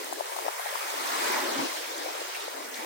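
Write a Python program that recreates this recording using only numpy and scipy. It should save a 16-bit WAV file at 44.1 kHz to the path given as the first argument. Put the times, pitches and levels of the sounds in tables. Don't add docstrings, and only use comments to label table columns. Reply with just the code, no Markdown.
import sys
import numpy as np
from scipy import signal
from scipy.fft import rfft, irfft
from scipy.io import wavfile
from scipy.ndimage import uniform_filter1d

SR = 44100
rng = np.random.default_rng(int(sys.argv[2]) if len(sys.argv) > 2 else 0)


def int16_out(signal):
    q = np.round(np.clip(np.atleast_2d(signal).T, -1, 1) * 32767)
    wavfile.write(sys.argv[1], SR, q.astype(np.int16))


N = 125685
T = np.arange(N) / SR
BIN_HZ = np.arange(1, N // 2 + 2) * SR / N
LAG_S = 0.000528
SMALL_LOW_HZ, TOP_HZ = 400, 15900


def undb(db):
    return 10 ** (np.asarray(db) / 20)


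def unit(x):
    return x / np.sqrt(np.mean(x ** 2) + 1e-20)


def at_pitch(hz, points_hz, values):
    return np.interp(np.log(hz), np.log(points_hz), values)


def band(x, low_hz, high_hz, order=8):
    low_loss = 1 + (low_hz / BIN_HZ) ** (2 * order)
    high_loss = 1 + (BIN_HZ / high_hz) ** (2 * order)
    return irfft(rfft(x, N) / np.sqrt(low_loss * high_loss), N)


def walk(rate_hz):
    hold = int(SR / rate_hz)
    steps = np.repeat(rng.standard_normal(400), hold)[:N]
    return unit(uniform_filter1d(steps, hold))


def later(x):
    return np.interp(T - LAG_S, T, x)


def add(out, start_s, sound):
    i = int(np.clip(start_s * SR, 0, N - 1))
    out[:, i:i + sound.shape[1]] += sound[:, :N - i]


# time in seconds, then churn, splash, fizz and mist in dB.
WASH_LEVELS = [(0.0, -3.5, -2, 0, -2.5), (0.15, -3, -7.5, -1.3, -3), (0.28, -3, -3, -1.5, -2),
               (0.4, -5, -2, -1, 0), (0.55, -3, -1.5, -1.5, -0.5), (0.68, -6.5, 1, 1, 0.5),
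               (0.85, -5, 3, 2.3, 1), (1.05, -4.5, 4.5, 4.5, 2), (1.3, 2, 6.5, 8.5, 4.5),
               (1.45, 3.5, 6, 6, 1.5), (1.62, 3, 3, 6.5, -0.5), (1.76, -5, -2, 5, -0.5),
               (1.88, -2.5, -3, 3.5, -2), (2.08, -1.5, -2.7, 1.8, -3.5), (2.33, -6, -2.5, 2.8, -3),
               (2.55, -3, -3.5, -0.5, -5), (2.72, -5, -6, -3, -4), (2.76, -4, -3, 1.5, -0.5),
               (2.85, -2.5, -2.5, -2, -4.5)]
WASH_CENTRES_HZ = [440, 1150, 4400, 10000]


def wash_db(hz):
    rows = np.array(WASH_LEVELS)
    levels_db = [at_pitch(hz, WASH_CENTRES_HZ, row[1:]) for row in rows]
    return np.interp(T, rows[:, 0], levels_db)


# start in seconds, level in dB before shaping and halving, pitch in Hz, left minus right in dB.
SPRAY_DROPS = [(0.044, -24, 8300, -13), (0.132, -26, 9000, -18.5), (1.074, -24.5, 4530, -2),
               (1.227, -27, 2000, -5), (1.242, -28, 6250, -22.5), (1.979, -23, 7250, 5),
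               (2.404, -29, 3800, -11), (2.42, -27.5, 4000, 0), (2.742, -29.5, 4200, 15)]
DROP_DECAY_CYCLES, DROP_WIDTH_OCTAVES, DROP_ATTACK_S = 16.5, 0.2, 0.00093


def drops():
    out, t = np.zeros((2, N)), T[:SR // 20]
    half_width = 2 ** (DROP_WIDTH_OCTAVES / 2)
    for start_s, db, hz, pan_db in SPRAY_DROPS:
        noise = band(rng.standard_normal(N), hz / half_width, hz * half_width, order=4)
        tick = unit(noise)[:len(t)]
        shape = (1 - np.exp(-t / DROP_ATTACK_S)) * np.exp(-t * hz / DROP_DECAY_CYCLES)
        gains = undb([[db + pan_db / 2], [db - pan_db / 2]])
        add(out, start_s, gains * tick * shape / 2)
    return out


PHASE_RISE = 0.058


def bubble(hz, decay_cycles):
    t = T[:SR // 20]
    age = t * hz / decay_cycles
    cycles = hz * t * (1 + PHASE_RISE * np.minimum(age, 4) / 4)
    return np.sin(2 * np.pi * cycles) * np.exp(-age)


BUBBLE_LOW_HZ, BUBBLE_HIGH_HZ, BUBBLE_DECAY_CYCLES = 556, 3510, 13.1
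BUBBLE_BASE_DB, BUBBLE_SPREAD_DB = -49, 2.5


def bubbles(count=600):
    out, strength_db = np.zeros((2, N)), wash_db(WASH_CENTRES_HZ[1])
    for when, pitch, size, side in rng.random((count, 4)):
        hz = BUBBLE_LOW_HZ * (BUBBLE_HIGH_HZ / BUBBLE_LOW_HZ) ** pitch
        size_db = -BUBBLE_SPREAD_DB * np.log(max(size, .02))
        db = BUBBLE_BASE_DB + strength_db[int(when * N)] + size_db
        pan = np.sqrt([[side], [1 - side]])
        add(out, when * N / SR, undb(db) * pan * bubble(hz, BUBBLE_DECAY_CYCLES))
    return out


# knock peak in seconds, left level in dB, starting pitch in Hz, gurgle level in dB re the knock.
AIR_PLOPS = [(.1272, -16.5, 810, -20), (.184, -22, 450, -13), (.2, -24, 650, -7), (.2087, -14, 737, -27),
             (.321, -25, 646, -19), (.366, -21, 825, -13), (.389, -16.5, 890, -10), (.456, -18.5, 590, -13),
             (.465, -16.5, 630, -23), (.483, -11.5, 790, -27), (.4885, -19, 1080, -25),
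             (.597, -18.5, 846, -14), (.661, -20, 770, -18), (.729, -24, 606, -13), (.757, -17, 1070, -20),
             (.941, -20, 515, -27), (2.062, -23, 605, -14), (2.09, -21.5, 825, -21), (2.153, -23, 700, -16),
             (2.218, -20.5, 503, -21), (2.482, -20, 600, -26)]
PLOP_ATTACK_S, PLOP_DECAY_S, PLOP_FALL_S, PLOP_RIGHT_DB = 0.0008, 0.0015, 0.012, -12.5
GURGLE_SPREAD_S, GURGLE_LEAD_S, GURGLE_SPREAD_OCTAVES, GURGLE_DECAY_CYCLES = 0.007, 0.002, 0.3, 3


def plops(count=5):
    x = np.zeros((1, N))
    for peak_s, db, hz, gurgle_db in AIR_PLOPS:
        t = T - peak_s
        attack = (np.minimum(t, 0) / PLOP_ATTACK_S) ** 2 / 2
        shape = np.exp(-attack - np.maximum(t, 0) / PLOP_DECAY_S)
        cycles = hz * PLOP_FALL_S * (1 - np.exp(-np.maximum(t / PLOP_FALL_S, -1)))
        x += undb(db) * shape * np.cos(2 * np.pi * cycles)
        for when, pitch in rng.standard_normal((count, 2)):
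            ring = bubble(hz * 2 ** (GURGLE_SPREAD_OCTAVES * pitch), GURGLE_DECAY_CYCLES)
            ring_s = peak_s - GURGLE_LEAD_S + GURGLE_SPREAD_S * when
            add(x, ring_s, undb(db + gurgle_db) * ring[None])
    return np.array([x[0], undb(PLOP_RIGHT_DB) * later(x[0])])


# centre in seconds, peak in dB, pitch in Hz, Gaussian length in seconds.
AIR_GULPS = [(1.585, -42, 207, .009), (1.598, -48, 134, 0.014), (1.603, -32, 269, 0.0085),
             (1.625, -29.5, 284, 0.0041)]


def gulps():
    x = np.zeros(N)
    for centre_s, db, hz, length_s in AIR_GULPS:
        t = T - centre_s
        x += undb(db) * np.sin(2 * np.pi * hz * t) * np.exp(-(t / length_s) ** 2 / 2)
    return np.array([x, later(x)])


POPS_PER_S, POP_SPREAD_DB, POP_POWER_SHARE = 900, 3.0, 0.68


def foam():
    when, size, sign = rng.random((round(POPS_PER_S * N / SR), 3)).T
    strength = undb(-POP_SPREAD_DB * np.log(np.maximum(size, .005))) * np.sign(sign - .5)
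    pops = np.bincount((when * N).astype(int), strength, N)
    blur = rng.standard_normal(N)
    return np.sqrt(POP_POWER_SHARE) * unit(pops) + np.sqrt(1 - POP_POWER_SHARE) * blur


# centre in seconds, level at the peak in dB, pitch in Hz, Gaussian length in seconds.
SPLASH_CLOUDS = [(0.664, -42, 1900, 0.053), (1.272, -35, 1590, 0.028), (1.335, -39, 2020, 0.095),
                 (1.37, -34.5, 904, 0.062), (1.446, -38, 338, 0.034), (1.48, -43, 1100, 0.02),
                 (1.59, -38, 300, .04), (2.06, -41, 700, .025), (2.355, -36, 2250, .007),
                 (2.783, -43.5, 2020, 0.035)]
SPLASH_WIDTH_OCTAVES = 0.28


def splashes():
    out, half_width = 0, 2 ** (SPLASH_WIDTH_OCTAVES / 2)
    for centre_s, db, hz, length_s in SPLASH_CLOUDS:
        pair = foam() + np.array([foam(), foam()])
        cloud = unit(band(pair, hz / half_width, hz * half_width))
        out = out + undb(db) * np.exp(-((T - centre_s) / length_s) ** 2 / 2) * cloud
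    return out


# frequency in Hz, density in dB per Hz.
SURF_COLOUR = [(200, -6), (300, 1), (430, 1), (650, 0.5), (950, 2.5), (1300, -3.5), (1600, -4),
               (2200, -5.5), (2650, -8.5), (4200, -11), (5500, -10.5), (7300, -12.5)]
# frequency in Hz, density in dB per Hz.
FIZZ_COLOUR = [(9400, -12), (11500, -18.5), (13000, -15), (16000, -17.5)]
# time in seconds, pitch in Hz.
LARGEST_BUBBLES = [(0, 244), (.15, 263), (.27, 400), (.36, 346), (.48, 304), (.53, 440), (.72, 395),
                   (1.05, 228), (1.5, 218), (1.62, 185), (1.76, 324), (2.1, 282), (2.35, 355), (2.5, 320),
                   (2.65, 214), (2.85, 227)]
# frequency in Hz, left minus right in dB,
# power share that reaches the left first, power share common to both sides.
STEREO_PICTURE = [(286, 1, .15, 0.059), (800, 3.5, 0.65, 0.0041), (1610, -1.5, 0.27, 0.0037),
                  (2340, -1.6, 0.59, 0.012), (3100, 0.5, 0.3, 0.043), (6100, 2, 0.036, 0.01),
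                  (8700, -2.8, 0.013, 0.21), (12300, 1, .02, 0.011), (14400, 0, .02, 1)]
SURF_RMS_DB, SWELL_RMS_DB, EDGE_STEEPNESS = -32.5, 0.28, 23.3
FLICKER_1KHZ_RMS_DB, FLICKER_SLOPE = 1.97, 0.32


def surf(count=32):
    centres_hz = np.geomspace(150, 16000, count)
    place = np.interp(np.log(BIN_HZ), np.log(centres_hz), np.arange(count), left=-1)
    picture, colour = np.array(STEREO_PICTURE).T, np.array(SURF_COLOUR + FIZZ_COLOUR).T
    pan_db, straight, common = (at_pitch(BIN_HZ, picture[0], column) for column in picture[1:])
    gain = undb(at_pitch(BIN_HZ, *colour) + np.array([pan_db, -pan_db]) / 2)
    arrival = np.exp(-2j * np.pi * np.outer([0, LAG_S], BIN_HZ))
    deepest_hz = np.interp(T, *np.array(LARGEST_BUBBLES).T)
    swell_db, out = SWELL_RMS_DB * walk(10), 0
    for k, hz in enumerate(centres_hz):
        near, ahead, *around = rfft([foam() for _ in range(4)])
        pair = np.sqrt(straight) * near * arrival + np.sqrt(1 - straight) * np.array(around)
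        pair = np.sqrt(common) * ahead + np.sqrt(1 - common) * pair
        window = np.sin(np.pi / 2 * np.maximum(1 - np.abs(place - k), 0))
        cloud = irfft(pair * gain * window, N)
        flicker_db = FLICKER_1KHZ_RMS_DB * (1000 / hz) ** FLICKER_SLOPE * walk(35.08)
        level = undb(wash_db(hz) + swell_db + flicker_db)
        edge = 1 / np.sqrt(1 + (deepest_hz / hz) ** EDGE_STEEPNESS)
        out = out + cloud * level * edge
    return unit(out) * undb(SURF_RMS_DB)


def scene():
    small = band(bubbles() + drops() + plops(), SMALL_LOW_HZ, TOP_HZ)
    return surf() + splashes() + small + gulps()


def record(dry):
    rumble = undb(-93.5) * unit(band(rng.standard_normal(N), 9.4, 210, order=2))
    top_cut = signal.ellip(10, .2, 70, TOP_HZ, fs=SR, output="sos")
    return signal.sosfilt(top_cut, dry + rumble)


dry = scene()
out = record(dry)
int16_out(out)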